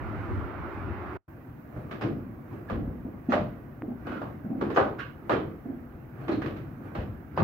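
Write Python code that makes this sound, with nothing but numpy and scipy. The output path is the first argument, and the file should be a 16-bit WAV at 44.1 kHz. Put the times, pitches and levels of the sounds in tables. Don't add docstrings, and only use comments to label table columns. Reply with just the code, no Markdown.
import sys
import numpy as np
from scipy import signal
from scipy.fft import rfft, irfft, next_fast_len
from scipy.io import wavfile
from scipy.ndimage import uniform_filter1d

SR = 44100
rng = np.random.default_rng(int(sys.argv[2]) if len(sys.argv) > 2 else 0)


def wav_out(sig):
    wavfile.write(sys.argv[1], SR, np.round(np.clip(np.atleast_2d(sig).T, -1, 1) * 32767).astype(np.int16))


N = 328015
TIME = np.arange(N) / SR

# start in seconds, then levels before trim in dB of clack, floor boom,
# wheel thud and crack, and the frequency in Hz near which the struck part of the wheel rings.
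COG_BLOWS = [(1.77, -44.5, -46, -44, -68, 654), (1.911, -33.5, -55, -37, -41.5, 1120),
             (2.011, -30.5, -57, -38, -42, 1550), (2.02, -30.5, -35, -25.5, -40.5, 755),
             (2.531, -48, -42.5, -36, -72, 545), (2.698, -26.5, -29.5, -36.5, -44, 1110),
             (3.321, -17.5, -36.5, -34, -30, 780), (3.334, -19.5, -34, -39, -39, 614),
             (4.068, -31, -61, -31.5, -46.5, 1400), (4.118, -31.5, -63, -32.5, -53, 1400),
             (4.216, -27.5, -47, -45, -51.5, 1115), (4.611, -23, -42.5, -25.5, -42, 390),
             (4.702, -30, -42, -36, -42.5, 390), (4.762, -19, -65, -28, -33, 1550),
             (4.772, -9.5, -35, -24.5, -34, 1380), (4.8, -17, -38.5, -33.5, -51, 1190),
             (5.295, -14.5, -33.5, -24, -34.5, 1220), (5.318, -21, -31.5, -24.5, -39, 457),
             (6.213, -42, -57, -42, -66, 755), (6.281, -26, -33, -25.5, -40, 755),
             (6.317, -53, -36, -26.5, -42, 390), (6.419, -32, -32.5, -28, -41, 1550),
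             (6.459, -32, -39.5, -38, -42, 545), (6.564, -46, -60, -46, -50.5, 1550),
             (6.855, -52, -57, -61, -73, 760), (6.95, -31, -30.5, -31.5, -43, 745),
             (7.375, -17, -22.5, -23.5, -38, 870), (7.406, -22, -22.5, -23.5, -57, 1180)]
# frequency in Hz, correlation from 0 to 1.
INSIDE_LIKENESS = [(50, 0.93), (150, 1), (350, 0.69), (700, 0.3), (1400, 0.0056), (3000, 0), (14000, 0.017)]
# frequency in Hz, left over right in dB.
INSIDE_BALANCE = [(50, 1), (170, 2.5), (350, -2.5), (700, 2.5), (1400, -10), (3000, -7), (6000, 3),
                  (14000, 6.5)]


def gain_of(db):
    return 10 ** (np.asarray(db) / 20)


def evened(x):
    return x / np.sqrt(np.mean(x ** 2) + 1e-20)


def read(points, hz):
    f, value = np.transpose(points)
    return np.interp(np.log(hz + 1), np.log(f + 1), value)


def add(mix, s, sound):
    start = max(round(s * SR), 0)
    part = mix[:, start:][:, :sound.shape[1]]
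    part += sound[:, :part.shape[1]]


def band(x, hz, kind, order=3):
    return signal.sosfilt(signal.butter(order, hz, kind, fs=SR, output="sos"), x)


def panned(db):
    db = np.atleast_1d(db)
    return gain_of(np.array([db, -db]) / 2)


def paired(x, likeness, balance):
    hz = np.fft.rfftfreq(x.shape[1], 1 / SR)
    a, b = rfft(x)
    correlation = np.clip(read(likeness, hz), -1, 1)
    mid = np.sqrt(1 + correlation) * a
    side = np.sqrt(1 - correlation) * b
    return irfft(np.array([mid + side, mid - side]) * panned(read(balance, hz)), x.shape[1])


def noise(spectrum, likeness, balance, patchy_db):
    white = rng.standard_normal((2, next_fast_len(N)))
    hz, _, z = signal.stft(paired(white, likeness, balance), SR, nperseg=1024)
    patches = uniform_filter1d(rng.standard_normal(z.shape[1:]), size=6, axis=0)
    patches = evened(uniform_filter1d(patches, size=5, axis=1))
    z = z * gain_of(read(spectrum, hz)[:, None] + patchy_db * patches)
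    return evened(signal.istft(z, SR, nperseg=1024)[1][:, :N])


def wind():
    # frequency in Hz, relative density in dB per Hz.
    air_colour = [(15, -37), (25, -47), (90, 0.5), (110, -3), (158, -30), (181, -9.5), (256, -12),
                  (318, -6), (378, -6.5), (412, -18.5), (512, -17), (1360, -17), (1850, -25.5), (2100, -26),
                  (4500, -54.5), (5850, -62), (9900, -120)]
    # time in seconds, buffeting level before trim in dB.
    gust_levels = [(0.0, -36.5), (0.27, -37.5), (0.37, -32.5), (0.538, -44.5), (0.674, -36.5), (0.706, -46),
                   (0.914, -35), (0.94, -39.5), (1.16, -41)]
    # frequency in Hz, relative density in dB per Hz.
    leaf_colour = [(20, -55), (2000, -28), (3400, -10), (4600, -11), (6500, -19.5), (10000, -19.5),
                   (16000, -39)]
    # time in seconds, level in dB.
    leaf_levels = [(0, -75), (.4, -72.5), (.55, -79), (.76, -73.5), (.92, -79.5), (1.16, -74)]
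    # frequency in Hz, correlation.
    outside_likeness = [(60, 0), (130, 0.55), (290, 0.97), (640, 0.63), (1410, 0.35), (3100, 0.13),
                        (6820, -0.0), (15000, 0.026)]
    # frequency in Hz, left over right in dB.
    outside_balance = [(60, 0), (110, 1), (200, 3), (380, -0.5), (700, 0), (1290, -7.5), (2380, -6.5),
                       (4400, 3), (8120, 1.0), (15000, -6)]
    buffet_trim_db, rush_db = 1, -39

    air = noise(air_colour, outside_likeness, outside_balance, patchy_db=1.5)
    buffet_gain = gain_of(np.interp(TIME, *np.transpose(gust_levels)) + buffet_trim_db)
    buffet = buffet_gain * evened(band(air, 235, "lowpass"))
    leaf_gain = gain_of(np.interp(TIME, *np.transpose(leaf_levels)))
    leaves = leaf_gain * noise(leaf_colour, outside_likeness, outside_balance, patchy_db=1)
    rush = gain_of(rush_db) * evened(band(air, 222, "highpass"))
    return buffet + leaves + rush


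def microphone_hiss():
    # frequency in Hz, relative density in dB per Hz.
    hiss_colour = [(2350, -42.5), (4000, -14.5), (4340, -14.5), (4570, -14), (5240, -12.5), (6670, -12.5),
                   (8640, -25), (13300, 3), (15800, 2.5)]
    return gain_of(-67.5) * noise(hiss_colour, INSIDE_LIKENESS, INSIDE_BALANCE, patchy_db=1.0)


def wood(size=4096):
    # frequency in Hz, relative level in dB per Hz.
    wood_colour = [(24, -45.5), (40, -17.5), (139, -10.5), (174, -10), (197, 1), (325, 3.5), (377, -2.5),
                   (562, -5.5), (926, -9.5), (1160, -9.5), (1380, -15.5), (1520, -17.5), (3930, -34.5),
                   (8730, -62), (15500, -55.5)]
    # frequency in Hz, width in Hz, height in dB.
    wood_resonances = [(327, 30, 2.7), (526, 48, 2.5), (680, 85, 2.5), (775, 73, 3.2), (1150, 450, 2.1),
                       (1527, 75, 1.1), (1670, 140, 1.1), (2550, 150, 3), (2980, 97, 3.5), (4170, 83, 1.6)]
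    hz = np.fft.rfftfreq(size, 1 / SR)
    db = read(wood_colour, hz)
    for f, width, height in wood_resonances:
        db = db + height / (1 + (2 * (hz - f) / width) ** 2)
    both_halves = np.r_[db, db[-2:0:-1]]
    log_gain = np.log(gain_of(np.maximum(both_halves, -100)))
    spectrum = np.exp(np.conj(signal.hilbert(log_gain)))
    return np.fft.ifft(spectrum).real[None, :size // 2]


def loft(direct, spiky=0.65, clump_db=1.0, early=0.55, early_s=0.0026, size=32768):
    # frequency in Hz, time to fall 60 dB in seconds.
    loft_decay = [(60, 1), (260, 0.63), (700, 0.37), (1840, 0.35), (4850, 0.36), (14000, 0.13)]
    taps = rng.standard_normal((2, size)) * np.exp(spiky * rng.standard_normal(size))
    clumps = evened(band(rng.standard_normal(size), 140, "lowpass", order=2))
    nearest = 1 + early * np.exp(-np.arange(size) / SR / early_s)
    taps *= gain_of(clump_db * np.clip(clumps, -2, 2)) * nearest
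    hz, t, z = signal.stft(paired(taps, INSIDE_LIKENESS, INSIDE_BALANCE), SR, nperseg=256)
    decay = gain_of(-60 * t / read(loft_decay, hz)[:, None])
    tail = signal.istft(z * decay, SR, nperseg=256)[1][:, :size]
    tail /= np.sqrt(np.sum(tail ** 2) / 2)
    tail[:, 0] += direct
    return tail


def load():
    build_s, ease_s = 0.043, 0.14
    coarse_time = TIME[::64]
    since = coarse_time[:, None] - np.transpose(COG_BLOWS)[0]
    strain = np.exp(-np.maximum(since / ease_s, -since / build_s)).max(axis=1)
    return np.interp(TIME, coarse_time, strain)


def sliding(timber, slips_per_s=90, rub_db=0, slip_db=-8):
    # frequency in Hz, relative density in dB per Hz.
    drone_colour = [(25, -14.5), (53, -8), (81, -3.5), (135, 3), (177, -12), (225, -3.5), (325, -5.5),
                    (420, -18.5), (560, -19.5), (950, -25), (1550, -28), (2500, -38.5), (3300, -50.5),
                    (7000, -60.5)]
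    idle_rumble_db, idle_creak_db = -44.5, -54.5
    load_rumble_db, load_creak_db = 3.5, 7.5

    strain = load()
    rumble_gain = gain_of(idle_rumble_db + load_rumble_db * strain)
    creak_gain = gain_of(idle_creak_db + load_creak_db * strain)
    drone = noise(drone_colour, INSIDE_LIKENESS, INSIDE_BALANCE, patchy_db=1.5)
    slip_happens = rng.random(N) < slips_per_s / SR
    slips = slip_happens * gain_of(1.3 * np.minimum(rng.exponential(1, N), 3))
    timber_in_loft = signal.fftconvolve(loft(direct=0.91), timber, axes=1)
    creaks = signal.fftconvolve(slips[None], timber_in_loft, axes=1)[:, :N]
    grain = gain_of(slip_db) * evened(band(creaks, [450, 2000], "bandpass", order=5))
    rub = gain_of(rub_db) * evened(band(drone, 464, "highpass"))
    rumble = evened(band(drone, 470, "lowpass"))
    return rumble_gain * rumble + creak_gain * (rub + grain)


def swell(x, rise, size=1800):
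    x = x * (1 - np.exp(-np.arange(1, x.shape[1] + 1) / SR / rise))
    return x / np.sqrt(np.mean(x[:, :size] ** 2))


def bumps(timber, level_db=-1, wet=1.0, scuff_db=-23):
    # start in seconds, level before trim in dB, ring frequency in Hz.
    shaft_bumps = [(1.762, -26.5, 135), (2.045, -22.5, 134), (2.097, -24, 243), (2.718, -22, 79),
                   (2.775, -23.5, 280), (2.823, -25, 70), (2.874, -27, 216), (3.05, -25, 256),
                   (3.287, -14.5, 242), (3.416, -27.5, 123), (3.83, -25, 311), (3.881, -25, 230),
                   (4.444, -25.5, 210), (4.502, -22.5, 262), (4.55, -27, 247), (5.655, -26.5, 260),
                   (5.698, -27, 253), (6.293, -18, 318), (6.379, -28.5, 318), (6.984, -21, 84)]
    rise_s = 0.0037
    out, t = np.zeros((2, N)), np.arange(SR // 10) / SR
    for s, db, hz in shaft_bumps:
        push = t / rise_s * np.exp(-t / rise_s) * np.sin(2 * np.pi * hz * t)
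        path = loft(direct=0)
        beam = wet * signal.fftconvolve(path, push[None], axes=1)
        add(beam, 0, np.array([push, push]))
        scuff = band(signal.fftconvolve(path, timber, axes=1), [400, 800], "bandpass")
        add(out, s, gain_of(db + level_db) * beam / abs(beam).max())
        add(out, s, gain_of(db + scuff_db) * swell(scuff, rise=0.006))
    return out


def knocks(timber, boom_db=-3, thud_db=-4, clack_db=-11, crack_db=-2):
    medium_db, medium_rise_s, medium_pan_db = -23, 0.00061, 3
    quicken_db_per_db, pan_db_per_db = 0.27, 0.08
    out = np.zeros((2, N))
    for s, clack, boom, thud, crack, _ in COG_BLOWS:
        blow = signal.fftconvolve(loft(direct=0.31), timber, axes=1)
        harder = clack - medium_db
        rise = medium_rise_s * gain_of(-quicken_db_per_db * harder)
        cog = gain_of(clack + clack_db) * swell(band(blow, [450, 1500], "bandpass"), rise)
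        cog += gain_of(crack + crack_db) * swell(band(blow, 1593, "highpass", order=4), rise)
        frame = gain_of(thud + thud_db) * swell(band(blow, [150, 450], "bandpass"), rise=0.013)
        frame += gain_of(boom + boom_db) * swell(band(blow, 177, "lowpass"), rise=0.028)
        add(out, s, cog * panned(medium_pan_db - pan_db_per_db * harder) + frame)
    return out


def staves(wet=0.92, rise=0.002, level_db=-2):
    # frequency in Hz, level against the clack before
    # weighting and trim in dB, time to fall 60 dB in seconds.
    wheel_modes = [(393.6, -2.5, 0.39), (454.4, 0.5, .18), (569, -11, .2), (604, -3, 0.39),
                   (684, -10.5, 0.49), (756, -8.5, 0.11), (808, -7, .22), (1137, -22.5, 0.074),
                   (1163, -10.5, .1), (1190, -14, 0.11), (1505, -5, 0.049)]
    fall_db_per_octave = 31
    out, t = np.zeros((2, N)), np.arange(SR // 2) / SR
    hz, db, t60 = np.transpose(wheel_modes)
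    decay = np.exp(-np.log(1000) * t / t60[:, None])
    modes = (1 - np.exp(-t / rise)) * decay * np.sin(2 * np.pi * hz[:, None] * t)
    for s, clack, *_, struck_hz in COG_BLOWS:
        shares = gain_of(db - fall_db_per_octave * abs(np.log2(hz / struck_hz)))
        short_ring = (shares @ modes)[None] * np.exp(-t / 0.017)
        echo = signal.fftconvolve(loft(direct=0, size=12288), short_ring, axes=1)
        sound = wet * np.linalg.norm(shares) * echo / abs(echo).max()
        add(sound, 0, (shares * panned(read(INSIDE_BALANCE, hz))) @ modes)
        add(out, s, gain_of(clack + level_db) * sound)
    return out


def ring(x, hz, db, width):
    return x + (gain_of(db) - 1) * signal.lfilter(*signal.iirpeak(hz, hz / width, fs=SR), x)


def scrapes(timber, slips_per_s=700, sharpness=18, low_hz=1300):
    # start in seconds, length in seconds, level in dB,
    # squeal frequency in Hz, lift of the squeal in dB.
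    cog_scrapes = [(2.008, 0.025, -51, 5300, 22), (2.684, 0.02, -46.5, 1650, 13),
                   (3.29, 0.042, -42, 6600, 17), (4.049, 0.15, -45.5, 1394, 14),
                   (4.742, 0.028, -45.5, 6460, 25), (4.98, 0.027, -39, 1530, 15),
                   (4.986, 0.032, -41, 2840, 9), (5.298, 0.046, -35.5, 3220, 7.5),
                   (6.205, 0.07, -60.5, 4500, 8), (6.311, 0.022, -50, 4170, 26),
                   (6.409, 0.03, -46.5, 1920, 16), (6.942, 0.1, -52, 2300, -7),
                   (7.36, 0.036, -46.5, 4600, 16)]
    out = np.zeros((2, N))
    for s, length, db, hz, squeal_db in cog_scrapes:
        count = int(length * SR)
        size, chance = rng.standard_normal(SR)[:count], rng.random(SR)[:count]
        slips = size * (0.16 + (chance < slips_per_s / SR)) * signal.windows.tukey(count, .5)
        in_timber = signal.fftconvolve(slips[None], timber, axes=1)
        sound = signal.fftconvolve(loft(direct=0.46, size=16384), in_timber, axes=1)
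        sound = ring(band(sound, low_hz, "highpass", order=5), hz, squeal_db, hz / sharpness)
        around_end = sound[:, count // 2:3 * count // 2]
        add(out, s, gain_of(db) * sound / np.sqrt(np.mean(around_end ** 2)))
    return out


def ticks(width=0.00043, top_hz=2300):
    # start in seconds, peak level in dB.
    dry_ticks = [(3.821, -24.5)]
    out, t = np.zeros((2, N)), np.arange(SR // 50) / SR
    snap = band((1 - t / width) * np.exp(-t / width), top_hz, "lowpass", order=6)
    for s, db in dry_ticks:
        add(out, s, gain_of(db) * np.array([snap, snap]) / abs(snap).max())
    return out


def scene(fade=0.0034, hiss_out_db=-2, tail_db=-26, tail_s=0.017, pause_db=-56):
    out_end, in_start = 1.170, 1.279
    timber, air = wood(), wind()
    hiss = microphone_hiss()
    outside = np.clip((out_end - TIME) / fade + 1, 0, 1)
    outside = np.maximum(outside, gain_of(tail_db) * np.exp(-abs(TIME - out_end) / tail_s))
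    inside = np.clip(np.minimum(TIME - in_start, TIME[-1] - TIME) / fade, 0, 1)
    mill = knocks(timber) + staves() + scrapes(timber) + bumps(timber) + ticks() + sliding(timber) + hiss
    open_air = outside * (air + gain_of(hiss_out_db) * hiss)
    faint_air = (1 - inside) * gain_of(pause_db) * air
    return open_air + faint_air + inside * mill


def record(dry):
    lean = band(dry, 40, "highpass", order=4)
    low_pass = signal.firwin(511, 15850, window=("kaiser", 9), fs=SR)
    return signal.oaconvolve(lean, low_pass[None], "same")


dry = scene()
out = record(dry)
wav_out(out)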